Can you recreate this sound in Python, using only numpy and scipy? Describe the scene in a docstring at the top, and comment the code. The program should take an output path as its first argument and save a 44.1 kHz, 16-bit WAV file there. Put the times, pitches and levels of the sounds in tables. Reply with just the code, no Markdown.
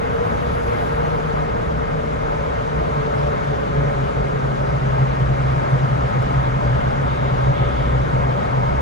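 """The engine of a small car leads, heard from inside the cabin in a road tunnel. As it slowly loses revs its
overtones, drifting tones at multiples of the firing rate, slide through the cabin's resonances, and its
firing note booms and throbs more. Tyre rumble, roar, cabin ring and air are shaped noise whose level
follows the road. A sizzle, a few airy swishes and faint ticks pass; two microphone ports hear it all."""
import sys
import numpy as np
from scipy import signal
from scipy.fft import rfft, irfft, next_fast_len
from scipy.io import wavfile
from scipy.ndimage import uniform_filter1d, map_coordinates

SR = 44100
rng = np.random.default_rng(int(sys.argv[2]) if len(sys.argv) > 2 else 0)


def generate_wav(sig):
    """Save sig (samples, or channels by samples) to the path in sys.argv[1] as 16-bit PCM at SR."""
    pcm = np.round(np.clip(np.atleast_2d(sig).T, -1, 1) * 32767).astype(np.int16)
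    wavfile.write(sys.argv[1], SR, pcm)


N = 388521

# the two ports in the cabin's sound field: f/Hz, likeness/0-1, left lead/rad, left over right/dB
PORT_FIELD = [(40, .96, 0, -1.6), (90, .72, .1, .3), (135, .9, .62, -.1), (190, .45, 1.25, 3.5),
              (260, .62, .6, 1.8), (360, .7, 2.2, .3), (500, .55, 2.3, .9), (640, .82, 2.75, 1.6),
              (900, .9, 3, 1.5), (1140, .82, 2.9, 2), (1350, .32, 2.4, 3), (2050, .2, 2.3, 2),
              (2700, .2, .8, 1.8), (5000, .32, .8, 1.5), (6500, .42, -.6, 0), (8500, .45, 2.6, -1),
              (10500, .3, 1, 0)]


def engine():
    """Firing note, body shudder, and overtones that swell as they cross the cabin's resonances."""
    # engine speed: t/s, firing rate/Hz
    revs = [(0, 159.7), (.6, 157.2), (1.3, 154.6), (2.8, 149.3), (3.9, 139.4), (4.9, 131.7), (6.2, 128.9),
            (7.7, 126.6), (8.81, 127.4)]
    # engine load, which drives the overtones: t/s, level/dB
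    load = [(0, 6), (.5, 4), (1.1, 2), (1.6, -0.5), (2, 1), (2.5, 0), (3.1, 2), (4.2, 3.5), (5.4, -1.5),
            (6, -8), (7.6, 1), (8.81, 0)]
    # overtones before load and cabin: multiple of the firing rate, level/dB, roughness/0-1, drift rate/Hz
    overtone_rows = [(1.5, -41, 0.9, 30), (2, -42.5, 0.9, 45), (2.75, -32.5, 1, 75), (3, -27, .84, 50),
                     (4, -29.8, 0.62, 30), (4.5, -32, 1, 45)]
    # cabin resonances that lift the overtones: f/Hz, width/Hz, level/dB
    cabin = [(215, 30, -2), (285, 38, -2), (448, 60, 0), (570, 28, 1)]
    firing, = curves(revs)
    load_db, = curves(load)
    overtones = 0
    for multiple, db, rough, rate_hz in overtone_rows:
        tone = order_tone(multiple * firing, rough, port_drift(rate_hz))
        overtones = overtones + amp(db) * tone
    hum = filtered(amp(load_db) * overtones, lambda hz: resonances(cabin, hz))
    return firing_note(firing) + body_shudder(firing) + hum


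def firing_note(firing):
    """The main engine note and the drone that beats with it: they swell and sag."""
    # the note's clearest swells and sags: t/s, change/dB
    throbs = [(.76, -8), (.84, 4), (1.01, 8.5), (1.15, 8), (1.28, 10.5), (1.39, 10.5), (1.6, -9), (1.75, 9),
              (1.95, 8), (2.06, 4.5), (2.27, -1), (2.63, -20), (2.76, 10), (2.99, 9), (3.14, -3), (3.26, 8),
              (3.36, -4), (3.49, 7), (3.57, -10), (3.79, 12), (3.88, 9.5), (4.01, 7), (4.13, -8), (4.33, 4),
              (4.48, 4), (4.66, -3), (4.75, 4), (4.88, 8), (5.03, 8), (5.14, -1), (5.22, 7.5), (5.33, 5.5),
              (5.46, 6), (5.56, 9), (5.64, -6), (5.75, 8), (5.85, 3), (5.95, 3), (6.05, 6), (6.12, -12),
              (6.21, 8), (6.29, -4), (6.36, 4), (6.44, 3), (6.59, -3), (6.73, 7.3), (6.8, -9), (6.93, -2),
              (7.02, 6.5), (7.16, -11), (7.27, 4), (7.38, 2), (7.49, 4), (7.63, 8.7), (7.81, -2), (7.93, 5),
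              (8.04, 2), (8.16, 6), (8.46, -7), (8.64, -3), (8.76, -4)]
    # pitch bends of the note at low revs: t/s, bend/Hz
    bends = [(5.25, -2), (5.95, -4), (6.3, 2), (6.74, -2), (6.98, 7), (7.25, 3), (7.47, 6), (7.63, -3),
             (8.08, -3), (8.5, 4)]
    lift_db = swells(throbs, length_s=0.079)
    # chance throbbing and roughness give way during a strong swell
    calm = amp(-np.maximum(lift_db, 0))
    throb_db, throb_rate = 1.4, 14  # depth (dB) and pace (knots per s) before calming
    chance_db = throb_db * np.minimum(wobble(throb_rate), 1) * calm
    # uneven firing roughens the note round its mean strength
    drift = flutter(rate_hz=32)
    mean_power = uniform_filter1d(np.abs(drift) ** 2, size=SR // 8)
    drift = drift / np.sqrt(np.abs(mean_power) + 1e-6)
    note_hz = firing * (1 + 0.01099 * wobble(7.6)) + swells(bends, length_s=0.15)
    note_gain = boom(firing, db=-22, reach_hz=15.1) * amp(lift_db + chance_db)
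    note = note_gain * order_tone(note_hz, 0.078 * calm, drift)
    # the drone sits just above the note and follows its swells at half depth in dB
    beat_gain = boom(firing, db=-24.5, reach_hz=7.5) * amp(.5 * lift_db)
    beat = beat_gain * order_tone(firing * 1.08, 0.68, flutter(rate_hz=34))
    return note + beat


def body_shudder(firing):
    """The body's lowest shudder: a fixed low pitch that strengthens as the revs sink."""
    # swells and sags of the shudder: t/s, change/dB
    shudders = [(.39, 8), (.83, -8), (2.15, 5), (2.5, 6), (3.8, 8), (4.3, -11), (5.05, -5), (5.3, 4),
                (5.62, 6), (6, 6.5), (6.38, 6), (6.8, 7.5), (7.02, -6), (7.66, 10), (7.9, 9), (8.76, 7)]
    shake_hz = 64.4
    gain = boom(firing, db=-30.5, reach_hz=17) * amp(swells(shudders, length_s=.2))
    return gain * order_tone(np.full(N, shake_hz), 0.14, flutter(rate_hz=10))


def boom(firing, db, reach_hz):
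    """Gain of a low drone: full at low revs, halved for each reach_hz that the firing rate climbs."""
    full_boom_hz = 130  # firing rate at or below which the body booms fully
    return amp(db) * .5 ** (np.maximum(firing - full_boom_hz, 0) / reach_hz)


def order_tone(hz, rough, drift):
    """One tone at both ports: a clean line blended with a drifting one."""
    rough = np.clip(rough, 0, 1)
    line = np.exp(2j * np.pi * np.cumsum(hz) / SR)
    tone = line * (np.sqrt(1 - rough) + np.sqrt(rough) * drift)
    return np.real(tone * ports(hz))


def flutter(rate_hz):
    """Random drift of strength and phase that widens a line."""
    return unit(wobble(rate_hz) + 1j * wobble(rate_hz))


def port_drift(rate_hz):
    """Drift of an overtone, partly shared and partly separate at the two ports."""
    separate = np.array([flutter(rate_hz), flutter(rate_hz)])
    return unit(flutter(rate_hz) + 0.68 * separate)


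def swells(rows, length_s):
    """Sum of bell-shaped rises and dips (t/s, change), each length_s wide where it falls to 1/e."""
    t = np.arange(N) / SR
    return sum(change * np.exp(-(2 * (t - s) / length_s) ** 2) for s, change in rows)


def road():
    """Suspension rumble, tyre roar, cabin ring and air on the body: noises that follow the road."""
    # the road passing under the car: t/s, rumble level/dB, hiss level/dB
    surface = [(0, -1.5, -0.7), (.8, -1.5, 0.9), (1.8, -2.5, -1.5), (3.1, -3, 0.5), (4.3, -2.5, -0.5),
               (5.8, -1.6, 1), (7.1, 0.1, 0), (8.81, -1, -0.1)]
    # noise spectra before the road's level: f/Hz, level/dB per Hz
    # rumble through the suspension
    rumble_spectrum = [(8, -100), (20, -68), (38, -44.5), (47, -54), (57, -40), (69, -42.5), (82, -53.5),
                       (112, -45), (138, -46.5), (175, -47.5), (212, -51.5), (255, -54.5), (300, -55.5),
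                       (700, -150)]
    # tyre roar
    roar_spectrum = [(100, -130), (335, -58.5), (450, -55.8), (530, -55.3), (660, -56.6), (780, -57),
                     (940, -58.2), (1015, -60.5), (1140, -57.6), (1280, -61.2), (1500, -63.3),
                     (1750, -67.5), (1960, -69.4), (2400, -77), (5000, -140)]
    # air round the body
    air_spectrum = [(1500, -100), (2400, -76.6), (2850, -76.2), (3400, -79.2), (3650, -79.5), (4400, -84.4),
                    (5150, -85.8), (5500, -90), (5850, -88.6), (6400, -89.1), (7500, -93.9), (8700, -98),
                    (10300, -99.7), (12000, -104.8), (13200, -125)]
    rumble_db, hiss_db = curves(surface)
    rumble = amp(rumble_db) * field(lambda hz: amp(along(rumble_spectrum, hz)[0]))
    roar_db = 0.72 + hiss_db + 0.15 * wobble(14)
    roar = amp(roar_db) * field(lambda hz: amp(along(roar_spectrum, hz)[0]))
    # the road surface drives the cabin's modes unevenly
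    tread_db = 2.2 + 0.82 * rumble_db + 1.4 * wobble(11)
    tread = amp(tread_db) * rng.standard_normal(N) * np.sqrt(SR / 2)
    # the left port hears the ring slightly louder
    ring = amp([[.6], [-.6]]) * filtered(tread, cabin_ring)
    air_db = hiss_db + 0.28 * wobble(8)
    air = amp(air_db) * field(lambda hz: amp(along(air_spectrum, hz)[0]))
    return rumble + ring + patchy(roar + air, depth_db=1.3)


def cabin_ring(hz):
    """Complex gain of the tyre-driven cabin modes, each with a phase lead between the ports."""
    # cabin modes before tread and port levels: f/Hz, width/Hz, level/dB per Hz, left lead/rad
    cabin_modes = [(445, 50, -58, 2), (575, 28, -56.5, 1.1), (615, 38, -52.5, 3.1), (712, 45, -56.3, 2.6),
                   (775, 55, -67.5, 0), (865, 50, -52.8, 3.1), (946, 40, -53.3, 3.1), (1025, 40, -66, 0),
                   (1075, 45, -57.5, 2.8), (1265, 60, -63, .2), (1385, 70, -63.5, 2.9),
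                   (1620, 55, -66.5, 1.3), (1710, 50, -68, 3.1), (1865, 70, -72.3, .2),
                   (2115, 75, -69.5, .5), (2235, 55, -72, 1.7), (2490, 90, -79.5, .6)]
    sides = np.array([[.5j], [-.5j]])
    return sum(resonances([mode[:3]], hz) * np.exp(sides * mode[3]) for mode in cabin_modes)


def patchy(x, depth_db):
    """Turbulence: the bands of a rushing noise flutter by smoothed random gains."""
    z = signal.stft(x, nperseg=256)[2]
    gain = rng.standard_normal(z.shape[1:])
    gain = uniform_filter1d(gain, size=4, axis=0)  # across bands
    gain = uniform_filter1d(gain, size=10, axis=1)  # along time
    fluttered = z * unit(amp(depth_db * unit(gain)))
    return signal.istft(fluttered, nperseg=256)[1][:, :N]


def hisses():
    """Resonant noise: an early high sizzle, then a few swishes that rise quickly and fade slowly."""
    # airy swishes: t/s, level/dB per Hz before the resonances, top resonance f/Hz
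    swishes = [(6.24, -76, 3400), (6.78, -82, 3400), (7.1, -72.6, 3650), (7.57, -71.6, 3450)]
    # resonances that colour all swishes: f/Hz, width/Hz, level/dB
    swish_peaks = [(2260, 150, 1), (2850, 560, -5)]
    t = np.arange(N) / SR
    peak_s, peak_db = 0.8, -92  # the sizzle's loudest moment and its level (dB per Hz) before flicker
    rise_db_per_s, fade_db_per_s = 12, 18
    sizzle_db = peak_db - np.maximum(rise_db_per_s * (peak_s - t), fade_db_per_s * (t - peak_s))
    sizzle_noise = field(lambda hz: resonances([(10600, 2100, 0)], hz))
    out = amp(sizzle_db + 1.4 * wobble(25)) * sizzle_noise
    swish_rise_s, swish_fade_db_per_s = 0.04, 21
    for s, db, top_hz in swishes:
        rise = np.clip(1 + (t - s) / swish_rise_s, 0, 1)
        fade = amp(db - swish_fade_db_per_s * np.maximum(t - s, 0))
        peaks = swish_peaks + [(top_hz, 480, -2.5)]  # f/Hz, width/Hz, level/dB
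        noise = field(lambda hz: resonances(peaks, hz))
        out = out + rise * fade * amp(0.91 * wobble(10)) * noise
    return out


def trim():
    """Tiny bright ticks of plastic: resonant noise that starts at once and dies in milliseconds."""
    # faint ticks of the trim: t/s, relative level/dB
    ticks = [(2.952, -52), (6.224, -42), (6.230, -48), (6.269, -46.5)]
    t = np.arange(N) / SR
    # each tick loses 60 dB in 16 ms
    strikes = sum((t >= s) * amp(db - 60 * np.abs(t - s) / .016) for s, db in ticks)
    plastic = unit(field(lambda hz: resonances([(3500, 700, 2), (11200, 2200, 0)], hz)))
    return .5 * strikes * plastic


def field(colour):
    """Cabin noise of a given gain per root Hz, partly shared by the two ports."""
    m = next_fast_len(N + SR // 4)
    hz = np.fft.rfftfreq(m, 1 / SR)
    # close reflections off glass and trim comb the mids and highs, here as a random ripple
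    ripple = np.interp(hz, np.linspace(0, SR / 2, num=700), rng.standard_normal(700))
    comb_db = 1.3 * ripple * hz / (hz + 500)
    a, b = rfft(rng.standard_normal((2, m))) * np.sqrt(SR / 2) * amp(comb_db)
    # the more alike the ports, the more of the noise they share
    likeness = np.clip(along(PORT_FIELD, hz)[0], 0, 1)
    turn = np.arccos(likeness) / 2
    shared, own = np.cos(turn) * a, np.sin(turn) * b
    pair = np.array([shared + own, shared - own])
    return irfft(pair * ports(hz) * colour(hz), m)[:, :N]


def ports(hz):
    """Complex gain of the left and the right port: their phase lead and level tilt at each frequency."""
    _, lead, tilt_db = along(PORT_FIELD, hz)
    left, right = amp(tilt_db / 2), amp(-tilt_db / 2)
    pair = np.array([left * np.exp(.5j * lead), right * np.exp(-.5j * lead)])
    return pair / np.sqrt((left ** 2 + right ** 2) / 2)


def resonances(modes, hz):
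    """Summed gain of resonances (f/Hz, width/Hz, level/dB), each down to a third one width off centre."""
    return sum(amp(db) / (1 + ((hz - centre) / width) ** 2 * 2) for centre, width, db in modes)


def filtered(x, response):
    """x shaped by a response given as a function of frequency."""
    m = next_fast_len(N + SR // 4)
    return irfft(rfft(x, m) * response(np.fft.rfftfreq(m, 1 / SR)), m)[..., :N]


def wobble(rate):
    """A smooth random curve of rms 1, rate knots a second."""
    knots = rng.standard_normal(2000)
    return unit(map_coordinates(knots, [np.arange(N) * rate / SR], mode="mirror"))


def curves(rows):
    """One value per sample for each column after the time."""
    s, *cols = np.transpose(rows)
    return [np.interp(np.arange(N) / SR, s, c) for c in cols]


def along(points, hz):
    """Each column after the frequency, read on a log axis."""
    f, *cols = np.transpose(points)
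    return [np.interp(np.log(hz + 1), np.log(f + 1), c) for c in cols]


def unit(x):
    """Scale to rms 1."""
    return x / np.sqrt(np.mean(np.abs(x) ** 2) + 1e-20)


def amp(db):
    """Decibels to gain."""
    return 10 ** (np.asarray(db) / 20)


def scene():
    """Everything heard from the front seat."""
    return engine() + road() + hisses() + trim()


def record(dry):
    """The recorder keeps nothing above its band limit."""
    top_hz = 15200
    return filtered(dry, lambda hz: hz < top_hz)


dry = scene()
out = record(dry)
generate_wav(out)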